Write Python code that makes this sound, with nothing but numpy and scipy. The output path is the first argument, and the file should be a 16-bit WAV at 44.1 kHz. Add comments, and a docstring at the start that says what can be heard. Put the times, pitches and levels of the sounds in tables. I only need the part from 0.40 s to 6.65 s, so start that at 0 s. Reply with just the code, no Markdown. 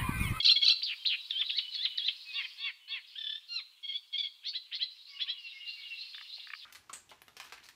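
"""You hear a reed warbler at a pond: nasal chatter, rasps, looping whistles, buzzes, a trill and paired chirps.
Other birds call farther off, over a faint hiss; near the end a frog croaks twice and one water drop ticks.
Each kind of syllable is one gesture of pitch and level, sung by a stack of harmonics that can turn rough.
Frog pulses ring three resonances, the drop is a fading burst of noise and the air is filtered noise.
Sparse echoes scatter the near song among the reeds and blur the fainter calls."""
import sys
import numpy as np
from scipy import signal
from scipy.fft import rfft, irfft, next_fast_len
from scipy.io import wavfile
from scipy.ndimage import uniform_filter1d

SR = 44100
rng = np.random.default_rng(int(sys.argv[2]) if len(sys.argv) > 2 else 0)


def inscribe(sig):
    """Save sig as 16-bit PCM at rate SR to the path in sys.argv[1].

    A 1-D sig is mono; a 2-D sig holds one channel per row.
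    Samples are clipped to [-1, 1] before scaling.
    """
    pcm = np.round(np.clip(np.atleast_2d(sig).T, -1, 1) * 32767)
    wavfile.write(sys.argv[1], SR, pcm.astype(np.int16))


N = 275622
TIME = np.arange(N) / SR  # seconds

# Base levels in these tables come before the shaping of each note, filters and distance.
# Short flat notes. Each row: start in seconds, length in seconds, lowest pitch in Hz, base level in dB.
CHATTER_NOTES = [(0, 0.01, 1087, -24), (0.044, 0.019, 1117, -26.5), (0.156, 0.021, 1105, -25),
                 (0.215, 0.032, 1087, -24.5), (3.428, 0.039, 1078, -41), (3.477, 0.038, 1079, -37),
                 (3.515, 0.024, 1064, -38.5), (3.538, 0.039, 1121, -36), (3.727, 0.044, 1073, -35),
                 (3.779, 0.017, 1157, -29), (3.793, 0.027, 1125, -32), (3.827, 0.036, 1099, -33.5),
                 (3.861, 0.018, 1061, -40)]
# Nasal notes, held and then bent. 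Each row: start in seconds, length in seconds, held pitch in Hz,
# bend as a share of the pitch, base level in dB, tilt in dB per harmonic.
NASAL_NOTES = [(0.027, 0.022, 1365, -0.19, -32.5, 3.5), (0.046, 0.013, 1464, 0.35, -25, 1.5),
               (0.064, 0.023, 1362, -0.23, -23.5, 1.5), (0.101, 0.031, 1386, -0.061, -21, 1.5),
               (0.227, 0.015, 1355, 0.17, -31.5, 1.5), (0.244, 0.016, 1469, 0.33, -26.5, 2),
               (0.261, .025, 1347, -0.22, -25, 1), (0.284, 0.013, 1509, 0.085, -23.5, 1.5),
               (0.303, 0.026, 1351, 0.064, -22, 1), (3.086, 0.12, 1400, -0.28, -35, 0)]
# Quick slurs up or down. Each row: start in seconds, length in seconds, first pitch in Hz,
# last pitch in Hz, base level in dB.
QUICK_SLURS = [(0.055, 0.012, 1505, 2480, -17.5), (0.078, 0.011, 1860, 2295, -17.5),
               (0.086, 0.017, 1503, 1805, -17), (0.255, 0.0128, 1486, 2230, -24),
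               (0.278, 0.0084, 1818, 2340, -15.5), (0.294, 0.009, 1530, 1820, -18.5),
               (0.671, 0.0042, 2190, 1855, -18.5), (1.089, 0.015, 1803, 1240, -30.5),
               (1.352, 0.013, 2183, 2140, -31), (1.591, 0.0077, 1790, 1590, -32),
               (1.675, 0.014, 1857, 1260, -30)]
# Rasps. Each row: start in seconds, length in seconds, top pitch before flutter in Hz, base level in dB.
RASP_NOTES = [(0.42, 0.12, 2388, -32), (0.65, 0.11, 2034, -28)]
# Looping whistles. Each row: time of the opening flick in seconds, time of the crest in seconds,
# trough pitch in Hz, crest pitch in Hz, base level in dB.
LOOPING_WHISTLES = [(0.91, 1.006, 1550, 1813, -34), (1.108, 1.175, 1609, 2212, -34.5),
                    (1.352, 1.444, 1677, 2077, -34), (1.585, 1.675, 1637, 2046, -35)]
# Two-voiced buzzes. Each row: start in seconds, length in seconds, top pitch of the upper voice in Hz,
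# place of the top from 0 to 1, base level in dB.
BUZZ_NOTES = [(1.93, 0.1, 1158, 0.51, -34), (2.021, 0.042, 1044, 0.73, -39.5),
              (2.175, .138, 1139, .62, -36), (2.477, 0.12, 1124, 0.48, -37.5)]
# Path of the trill. Each row: time in seconds, pitch in Hz, base level in dB.
TRILL_PATH = [(2.748, 1494, -46.5), (2.782, 1753, -39), (2.9, 1749, -36.5), (2.988, 1807, -41.5)]
# Rising chirps, in pairs. Each row: start in seconds, length in seconds, top pitch in Hz,
# base level in dB, resonance of the open beak in Hz, roughness from 0 to 1.
PAIRED_CHIRPS = [(4.032, 0.077, 737, -35.5, 4380, 0.4), (4.13, 0.054, 688, -35, 4190, 0.27),
                 (4.312, 0.061, 707, -35, 4100, 0.61), (4.387, 0.065, 680, -34, 4150, 0.27),
                 (4.786, 0.056, 689.5, -34.5, 3540, 0.39), (4.862, 0.063, 671, -34, 3470, 0.29)]

# The throat favours other harmonics for each kind of syllable.
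# Each list: relative strength in dB of harmonic 1, 2, 3, and so on.
CHATTER_HARMONICS = [-44, -9.5, 6.5, -4.5, -24, -26, -47]
NASAL_HARMONICS = [-30.5, -10, -1, -19, -31.5, -30, -24, -28.5]
# Nearly pure tone on harmonic 2, as above: relative dB of harmonic 1, 2, 3.
PURE_HARMONICS = [-17.5, 20.7, -14]
# Whistles, as above: relative dB of harmonic 1, 2, 3.
WHISTLE_HARMONICS = [-11.5, 20, 0]
# Upper and lower voice of the buzzes, as above: relative dB of harmonic 1, 2, 3, and so on.
BUZZ_HARMONICS = [-9, 0, 6, 1, -19]
LOW_BUZZ_HARMONICS = [-16.5, -7.5, 6.5, 2.5, -4]
# Upper voice of the trill, then the chirps, as above: relative dB of harmonic 1, 2, 3, and so on.
TRILL_HARMONICS = [-16.5, 0, -20]
CHIRP_HARMONICS = [-35, -32, 2, -1, 8, 14.5, -13, -2]

# Twitter from across the pond. Each row: time in seconds, base level in dB.
TWITTER_LEVEL = [(0, -56.5), (.6, -54.5), (1.1, -52.5), (2.12, -51.5), (2.4, -76.5), (2.68, -55.5),
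                 (3.3, -67), (4.0, -65.5), (4.5, -58), (5.7, -52.5), (6.25, -52)]
# Calls of far birds. Each row: start in seconds, length in seconds, middle pitch in Hz, base level in dB.
DISTANT_CALLS = [(0.584, 0.064, 3170, -48), (0.784, 0.033, 3920, -40.5), (1.208, 0.07097, 2994, -43),
                 (1.495, 0.039, 2984, -42.5), (1.852, 0.1, 2532, -48), (2.39, 0.12, 2980, -58),
                 (4.659, 0.28, 1120, -69), (4.696, 0.063, 2214, -56), (4.74, 0.048, 2890, -47),
                 (4.963, 0.062, 2863, -49), (5.031, 0.064, 2740, -45), (5.122, 0.08052, 2156, -54.5),
                 (5.183, 0.078, 2860, -48), (5.256, 0.059, 2794, -42.5), (5.361, 0.09, 2237, -54),
                 (5.432, 0.062, 2870, -46.5), (5.497, 0.054, 2726, -41)]
# Faint hoarse slurs: far birds, and at 1.044 s an echo. Each row: start in seconds, length in seconds,
# first pitch in Hz, last pitch in Hz, base level in dB.
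FAINT_SLURS = [(1.044, 0.028, 3850, 3963, -37), (1.304, 0.043, 4100, 3860, -41),
               (4.653, 0.066, 4026, 5130, -51.5), (5.015, 0.11, 4450, 3580, -52.5),
               (5.252, 0.061, 3890, 4296, -43.5), (5.562, 0.068, 3960, 4310, -43.5),
               (5.732, 0.0229, 3104, 3836, -41.5), (5.898, 0.065, 3945, 4196, -46),
               (5.993, 0.014, 3260, 3734, -41)]
# Pulses of the frog. Each row: time in seconds, peak level before the final filter in dB.
FROG_PULSES = [(5.746, -39), (5.781, -36.5), (5.811, -34), (6.071, -37.5), (6.103, -34), (6.135, -28)]
# Resonances of the frog's vocal sac. Each row: frequency in Hz, width in Hz, relative strength in dB.
VOCAL_SAC = [(1280, 46, -3), (1870, 280, 20), (2310, 350, 19)]
# Colour of the background air. Each row: frequency in Hz, relative density in dB per Hz.
AIR_SPECTRUM = [(225, -10.5), (330, -1.5), (650, -6.5), (1000, 7.5), (4000, -4.5), (6500, 4), (12500, -0.5)]
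# Loudness of the background air. Each row: time in seconds, rms level in dB.
AIR_LOUDNESS = [(0, -66.5), (2.2, -69), (2.22, -73), (5.24, -74), (5.26, -70.5)]


def gain_of(db):
    """Turns decibels into amplitude."""
    return 10 ** (np.asarray(db) / 20)


def evened(x):
    """Scales a sound to rms 1."""
    return x / np.sqrt(np.mean(x ** 2) + 1e-20)


def read(points, hz):
    """Reads a spectrum on a log-frequency axis."""
    f, value = np.transpose(points)
    return np.interp(np.log(hz + 1), np.log(f), value)


def add(mix, s, sound):
    """Mixes a sound in at time s."""
    part = mix[max(round(s * SR), 0):][:len(sound)]
    part += sound[:len(part)]


def band(x, low_hz, high_hz):
    """Keeps the sound between two frequencies, with smooth edges."""
    return signal.sosfilt(signal.butter(3, [low_hz, high_hz], "band", fs=SR, output="sos"), x)


def wobble(size, hz):
    """Random motion of about rms 1, mostly slower than hz."""
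    padded = next_fast_len(size + 2048)
    f = np.fft.rfftfreq(padded, 1 / SR)
    slowed = rfft(rng.standard_normal(padded)) / (1 + (f / hz) ** 4)
    return evened(irfft(slowed))[:size]


def fade(t, edge_s):
    """A soft start and end."""
    nearest_end = np.minimum(t - t[0], t[-1] - t)
    return np.sin(np.pi / 2 * np.clip(nearest_end / edge_s, 0, 1)) ** 2


def progress(length):
    """Runs from 0 to 1 over a note."""
    return np.linspace(0, 1, round(length * SR))


def arch(u, top, first, last):
    """Two half parabolas: from first to 0 at the share top of the note, then on to last."""
    top = np.clip(top, 0.05, 0.95)
    before = first * (1 - u / top) ** 2
    after = last * ((u - top) / (1 - top)) ** 2
    return np.where(u < top, before, after)


def syrinx(hz, rough, throat, tilt_db=0, beak_hz=0, wander_db=0, jitter=0.046, jitter_hz=380, shimmer=0.62,
           beak_db=12, beak_width_hz=520, wander_hz=55, hiss=0.71, hiss_width_hz=750):
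    """Harmonics of a vibrating membrane; roughness shakes pitch and strength and adds hiss."""
    size = len(hz)
    turns = np.cumsum(hz * (1 + jitter * rough * wobble(size, jitter_hz))) / SR
    weights = []
    for k, db in enumerate(throat, 1):
        # the beak lifts harmonics near its resonance
        beak_lift = beak_db * np.exp(-((k * hz - beak_hz) / beak_width_hz) ** 2)
        weights.append(gain_of(db + k * tilt_db + beak_lift))
    weights = np.array(weights)
    weights /= np.linalg.norm(weights, axis=0)
    # the hiss follows the power-weighted mean of the harmonics
    mean_harmonic = sum(k * w ** 2 for k, w in enumerate(weights, 1))
    hiss_phase = 2 * np.pi * np.cumsum(hz * mean_harmonic) / SR
    if wander_db:
        weights *= gain_of([wander_db * wobble(size, wander_hz) for _ in throat])
    tone = np.zeros(size)
    for k, weight in enumerate(weights, 1):
        tone += weight * np.sin(2 * np.pi * (k * turns + rng.random()))
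    for wave in (np.sin, np.cos):
        tone += hiss * rough * wave(hiss_phase) * wobble(size, hiss_width_hz)
    return np.sqrt(2) * tone * (1 + shimmer * rough * wobble(size, 2 * jitter_hz))


def sing(gesture, syllables, throat, rough=0, crack=0, flutter=0, wander_db=0,
         flutter_hz=135, flutter_after_s=0.0182):
    """Sings each syllable by the gesture of its kind; flutter swings the pitch after the attack."""
    def note(start, hz, level, tilt, beak_hz=0, own_rough=0):
        """Makes one syllable from its pitch, level and colour."""
        t = TIME[:len(hz)]
        # the membrane rattles where the pitch jumps
        jumps = uniform_filter1d(abs(np.gradient(np.log(hz), t)), size=400)
        harsh = np.minimum(rough + own_rough + crack * jumps, 1)
        onset = np.clip(t / flutter_after_s - 1, 0, 1)
        swing = np.sin(2 * np.pi * flutter_hz * t + wobble(len(t), flutter_hz))
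        hz = hz * (1 + flutter * onset * swing)
        voice = syrinx(hz, harsh, throat, tilt, beak_hz, wander_db)
        return start, gain_of(level) * fade(t, 0.0014) * voice
    out = np.zeros(N)
    for row in syllables:
        add(out, *note(*gesture(*row)))
    return out


def air():
    """A faint hiss of shaped noise that is quieter through the middle."""
    shape = gain_of(read(AIR_SPECTRUM, np.fft.rfftfreq(N, 1 / SR)))
    noise = irfft(rfft(rng.standard_normal(N)) * shape, N)
    return evened(noise) * gain_of(np.interp(TIME, *np.transpose(AIR_LOUDNESS)))


def twitter(hz=3600, spread=0.39, edge_db=-14, glide=0.0994, length_s=0.06, rough=0.72, count=300):
    """Many rough gliding notes of distant warblers run together; the highest and lowest are faintest."""
    out, t = np.zeros(N + SR), np.arange(0, length_s, 1 / SR)
    for k, (shift, height, slope) in enumerate(rng.uniform(-1, 1, (count, 3))):
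        pitch = hz * np.exp(spread * height + glide * slope * (t / length_s - 0.5))
        level = gain_of(edge_db * height ** 2) * fade(t, length_s / 2)
        start = (k + shift / 2) * N / SR / count
        add(out, start, level * syrinx(pitch, rough, [0]))
    return evened(out[:N]) * gain_of(np.interp(TIME, *np.transpose(TWITTER_LEVEL)))


def chatter(start, length, hz, db):
    """A short, nearly flat note whose pitch dips slightly in the middle."""
    u = progress(length)
    pitch = hz * (1 + arch(u, top=0.49, first=0.067, last=0.087))
    return start, pitch, db + arch(u, top=0.49, first=-9.0, last=-11.0), 0


def nasal(start, length, hz, bend, db, tilt_db, lateness=6.5, swell_db_per_s=140, dulling_db=-35):
    """A held pitch that swells, then bends and dulls as the note dies."""
    u = progress(length)
    slide = bend * u ** lateness
    level = db + arch(u, top=0.64, first=-swell_db_per_s * length, last=-13.5)
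    return start, hz * (1 + slide), level, tilt_db + dulling_db * abs(slide)


def slur(start, length, first_hz, last_hz, db, lateness=1.44):
    """A glide in pitch that gathers speed and swells."""
    u = progress(length)
    pitch = first_hz + (last_hz - first_hz) * u ** lateness
    return start, pitch, db + arch(u, top=1.0, first=-13.0, last=-0.69), 0


def rasp(start, length, top_hz, db, low_hz=1130, rise_s=0.018, sag_s=0.047, floor_hz=1220):
    """A leap up to the top pitch that then sinks and fades."""
    u = progress(length)
    t = u * length
    sinking = floor_hz + (top_hz - floor_hz) * np.exp(-(np.maximum(t - rise_s, 0) / sag_s) ** 1.5)
    rise = np.sin(np.pi / 2 * np.minimum(t / rise_s, 1))
    level = db + np.interp(u, [0, 0.1, 0.22, 0.75, 1], [-13.5, 3.5, -5.0, -4.0, -9.0])
    return start, low_hz + (sinking - low_hz) * rise, level, 0


def far_birds(sag=0.027, rough=0.17):
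    """Soft, slightly rough whistles that sag a little in pitch."""
    out = np.zeros(N)
    for s, length, hz, db in DISTANT_CALLS:
        u = progress(length)
        pitch = hz * (1 + sag * (0.5 - 2 * u ** 2))
        add(out, s, gain_of(db) * np.sin(np.pi * u) * syrinx(pitch, rough, [0]))
    return out


def whistle(flick, crest, trough_hz, crest_hz, db, lead_s=0.01, flick_hz=250, flick_s=0.00837,
            climb_s=0.026, drop_s=0.026, end_hz=1030, flick_db=14, drop_db=13.0, flick_accent_s=0.0037,
            drop_accent_s=0.0075, accent_lag_s=0.013, tuned_hz=1550, detuned_db=-42):
    """Flicks down into a trough, climbs to a crest and plunges, with both downward sweeps accented."""
    t = np.arange(flick - lead_s, crest + drop_s, 1 / SR)
    flick_sweep = flick_hz * np.exp((flick - t) / flick_s)
    climb = (crest_hz - trough_hz) * np.exp(-((t - crest) / climb_s) ** 2)
    hz = trough_hz + flick_sweep + climb
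    plunge = np.sin(np.pi / 2 * np.clip((t - crest) / drop_s, 0, 1) ** 1.35) ** 2
    hz += (end_hz - hz[-1]) * plunge
    accents = flick_db * np.exp(-((t - flick) / flick_accent_s) ** 2)
    accents += drop_db * np.exp(-((t - crest - accent_lag_s) / drop_accent_s) ** 2)
    # stage 0 is the flick, stage 1 the crest
    stage = np.interp(t, [t[0], flick, crest, t[-1]], [-1, 0, 1, 2])
    effort = np.interp(stage, [-1.5, -0.12, 0.05, 1.01, 1.04, 1.91], [-4, -6.5, -11.5, 1, 1, -14.5])
    # higher harmonics weaken where the pitch strays from the tuning of the throat
    tilt_db = detuned_db * abs(np.log(hz / tuned_hz))
    return t[0], hz, db + effort + accents, tilt_db, 0, 0.021 * accents


def buzz(start, length, top_hz, top, db, open_hz=4400, shut_hz=2100):
    """Pitch and level swell and fall; the closing beak shifts the weight to lower harmonics."""
    u = progress(length)
    pitch = top_hz * (1 + arch(u, top, first=-0.0917, last=-0.26))
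    level = db + arch(u, top + 0.063, first=-16.5, last=-16)
    beak_hz = open_hz + (shut_hz - open_hz) * np.sin(np.pi / 2 * u) ** 2
    return start, pitch, level, 0, beak_hz


def low_buzz(start, length, top_hz, top, db):
    """The other side of the syrinx sings the same gesture a little lower, and the two clash."""
    return buzz(start, length, 0.81 * top_hz, top, db)


def trill(period_s=0.0282, waver=0.016, lag_s=0.0057, between=0.3, low_voice=0.885, low_db=-10, rough=0.2):
    """A run of short pips that steps up in wavering pitch, with a fainter lower voice beneath."""
    s, hz, db = np.transpose(TRILL_PATH)
    out, t = np.zeros(N), np.arange(s[0], s[-1], 1 / SR)
    pips = between + np.cos(np.pi * (t - s[1] - lag_s) / period_s) ** 4
    pips *= fade(t, period_s / 2)
    pitch = np.interp(t, s, hz) * (1 + waver * wobble(len(t), 2 / period_s))
    upper = syrinx(pitch, rough, TRILL_HARMONICS)
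    lower = gain_of(low_db) * syrinx(low_voice * pitch, rough, PURE_HARMONICS, wander_db=2.5)
    add(out, s[0], gain_of(np.interp(t, s, db)) * pips * evened(upper + lower))
    return out


def chirp(start, length, top_hz, db, open_hz, rough, shut_hz=2500):
    """The pitch rises and levels off; the opening beak's resonance climbs across the harmonics."""
    u = progress(length)
    pitch = top_hz * (1 + arch(u, top=0.8, first=-0.32, last=-0.013))
    level = db + arch(u, top=0.7, first=-23.5, last=-12)
    beak_hz = shut_hz + (open_hz - shut_hz) * np.sin(np.pi / 2 * u) ** 2
    return start, pitch, level, 0, beak_hz, rough


def warbler():
    """The whole song of the near bird, rounded off by its beak with a band-pass."""
    song = sing(chatter, CHATTER_NOTES, CHATTER_HARMONICS, rough=0.16, crack=0.0019, wander_db=1.5)
    song += sing(nasal, NASAL_NOTES, NASAL_HARMONICS, rough=0.11, crack=0.0063)
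    song += sing(slur, QUICK_SLURS, PURE_HARMONICS, rough=0.16)
    song += sing(rasp, RASP_NOTES, PURE_HARMONICS, rough=0.3, flutter=0.11)
    song += sing(whistle, LOOPING_WHISTLES, WHISTLE_HARMONICS, rough=0.19, wander_db=3.0)
    buzzes = sing(buzz, BUZZ_NOTES, BUZZ_HARMONICS, rough=0.25, wander_db=1.5)
    buzzes += sing(low_buzz, BUZZ_NOTES, LOW_BUZZ_HARMONICS, rough=0.28, wander_db=2.0)
    song += buzzes / np.sqrt(2)
    song += trill()
    song += sing(chirp, PAIRED_CHIRPS, CHIRP_HARMONICS, wander_db=2.5)
    return band(song, low_hz=970.0, high_hz=5560)


def frog(ring_s=0.00275, echo_s=0.012, echo_db=-13):
    """Each pulse is a brief rattle that rings the vocal sac and returns from the bank."""
    out, t = np.zeros(N), np.arange(0, 0.02, 1 / SR)
    sac = np.zeros(len(t))
    for hz, width, db in VOCAL_SAC:
        sac += gain_of(db) * np.exp(-np.pi * width * t) * np.sin(2 * np.pi * hz * t)
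    for s, db in FROG_PULSES:
        rattle = rng.standard_normal(len(t)) * np.exp(-(t / ring_s - 1) ** 2)
        pulse = signal.fftconvolve(rattle, sac)
        pulse *= gain_of(db) / abs(pulse).max()
        add(out, s - ring_s / 2, pulse)
        add(out, s + echo_s, gain_of(echo_db) * pulse)
    return band(out, low_hz=1187.3, high_hz=3300)


def drip(start_s=5.983, noise_db=-42.5, decay_s=0.002086):
    """One soft tick of water: a quickly fading burst of noise through a band-pass."""
    out = np.zeros(N)
    t = TIME[:SR // 20]
    add(out, start_s, gain_of(noise_db) * rng.standard_normal(len(t)) * np.exp(-t / decay_s))
    return band(out, low_hz=620, high_hz=3730)


def scatter(x, t60, delay_s):
    """Scattered echoes: sparse taps of random sign, total energy 1, falling 60 dB in t60 seconds."""
    t = TIME[:SR]
    signs = rng.choice([-1.0, 1.0], SR)
    present = (rng.random(SR) < 1 / 20) * (t > delay_s)
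    taps = signs * present * np.exp(-np.log(1000) * t / t60)
    return signal.fftconvolve(x, taps / np.linalg.norm(taps))[:N]


def scene():
    """Near stems echo the song at once, reeds and leaves add tails, and faint calls are more scattered."""
    background = air()
    faint = twitter() + far_birds() + sing(slur, FAINT_SLURS, [0], rough=0.41)
    song = warbler()
    stems = gain_of(-7.0) * scatter(song, t60=0.11, delay_s=0.0062)
    reed_bed = gain_of(-22.5) * scatter(song, t60=0.8, delay_s=0.059)
    bright_song = band(song, low_hz=3796, high_hz=4750)
    leaves = gain_of(-9) * scatter(bright_song, t60=0.3, delay_s=0.014)
    blurred = gain_of(-2) * (faint + scatter(faint, t60=0.7, delay_s=0))
    mix = background + blurred + song + stems + reed_bed + leaves + frog() + drip()
    return mix[None]  # one channel


def record(dry, edge_hz=15750):
    """Removes the treble above edge_hz with a steep low-pass filter."""
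    low_pass = signal.firwin(511, edge_hz, window=("kaiser", 9), fs=SR)
    return signal.oaconvolve(dry, low_pass[None], "same")


dry = scene()
out = record(dry)
inscribe(out)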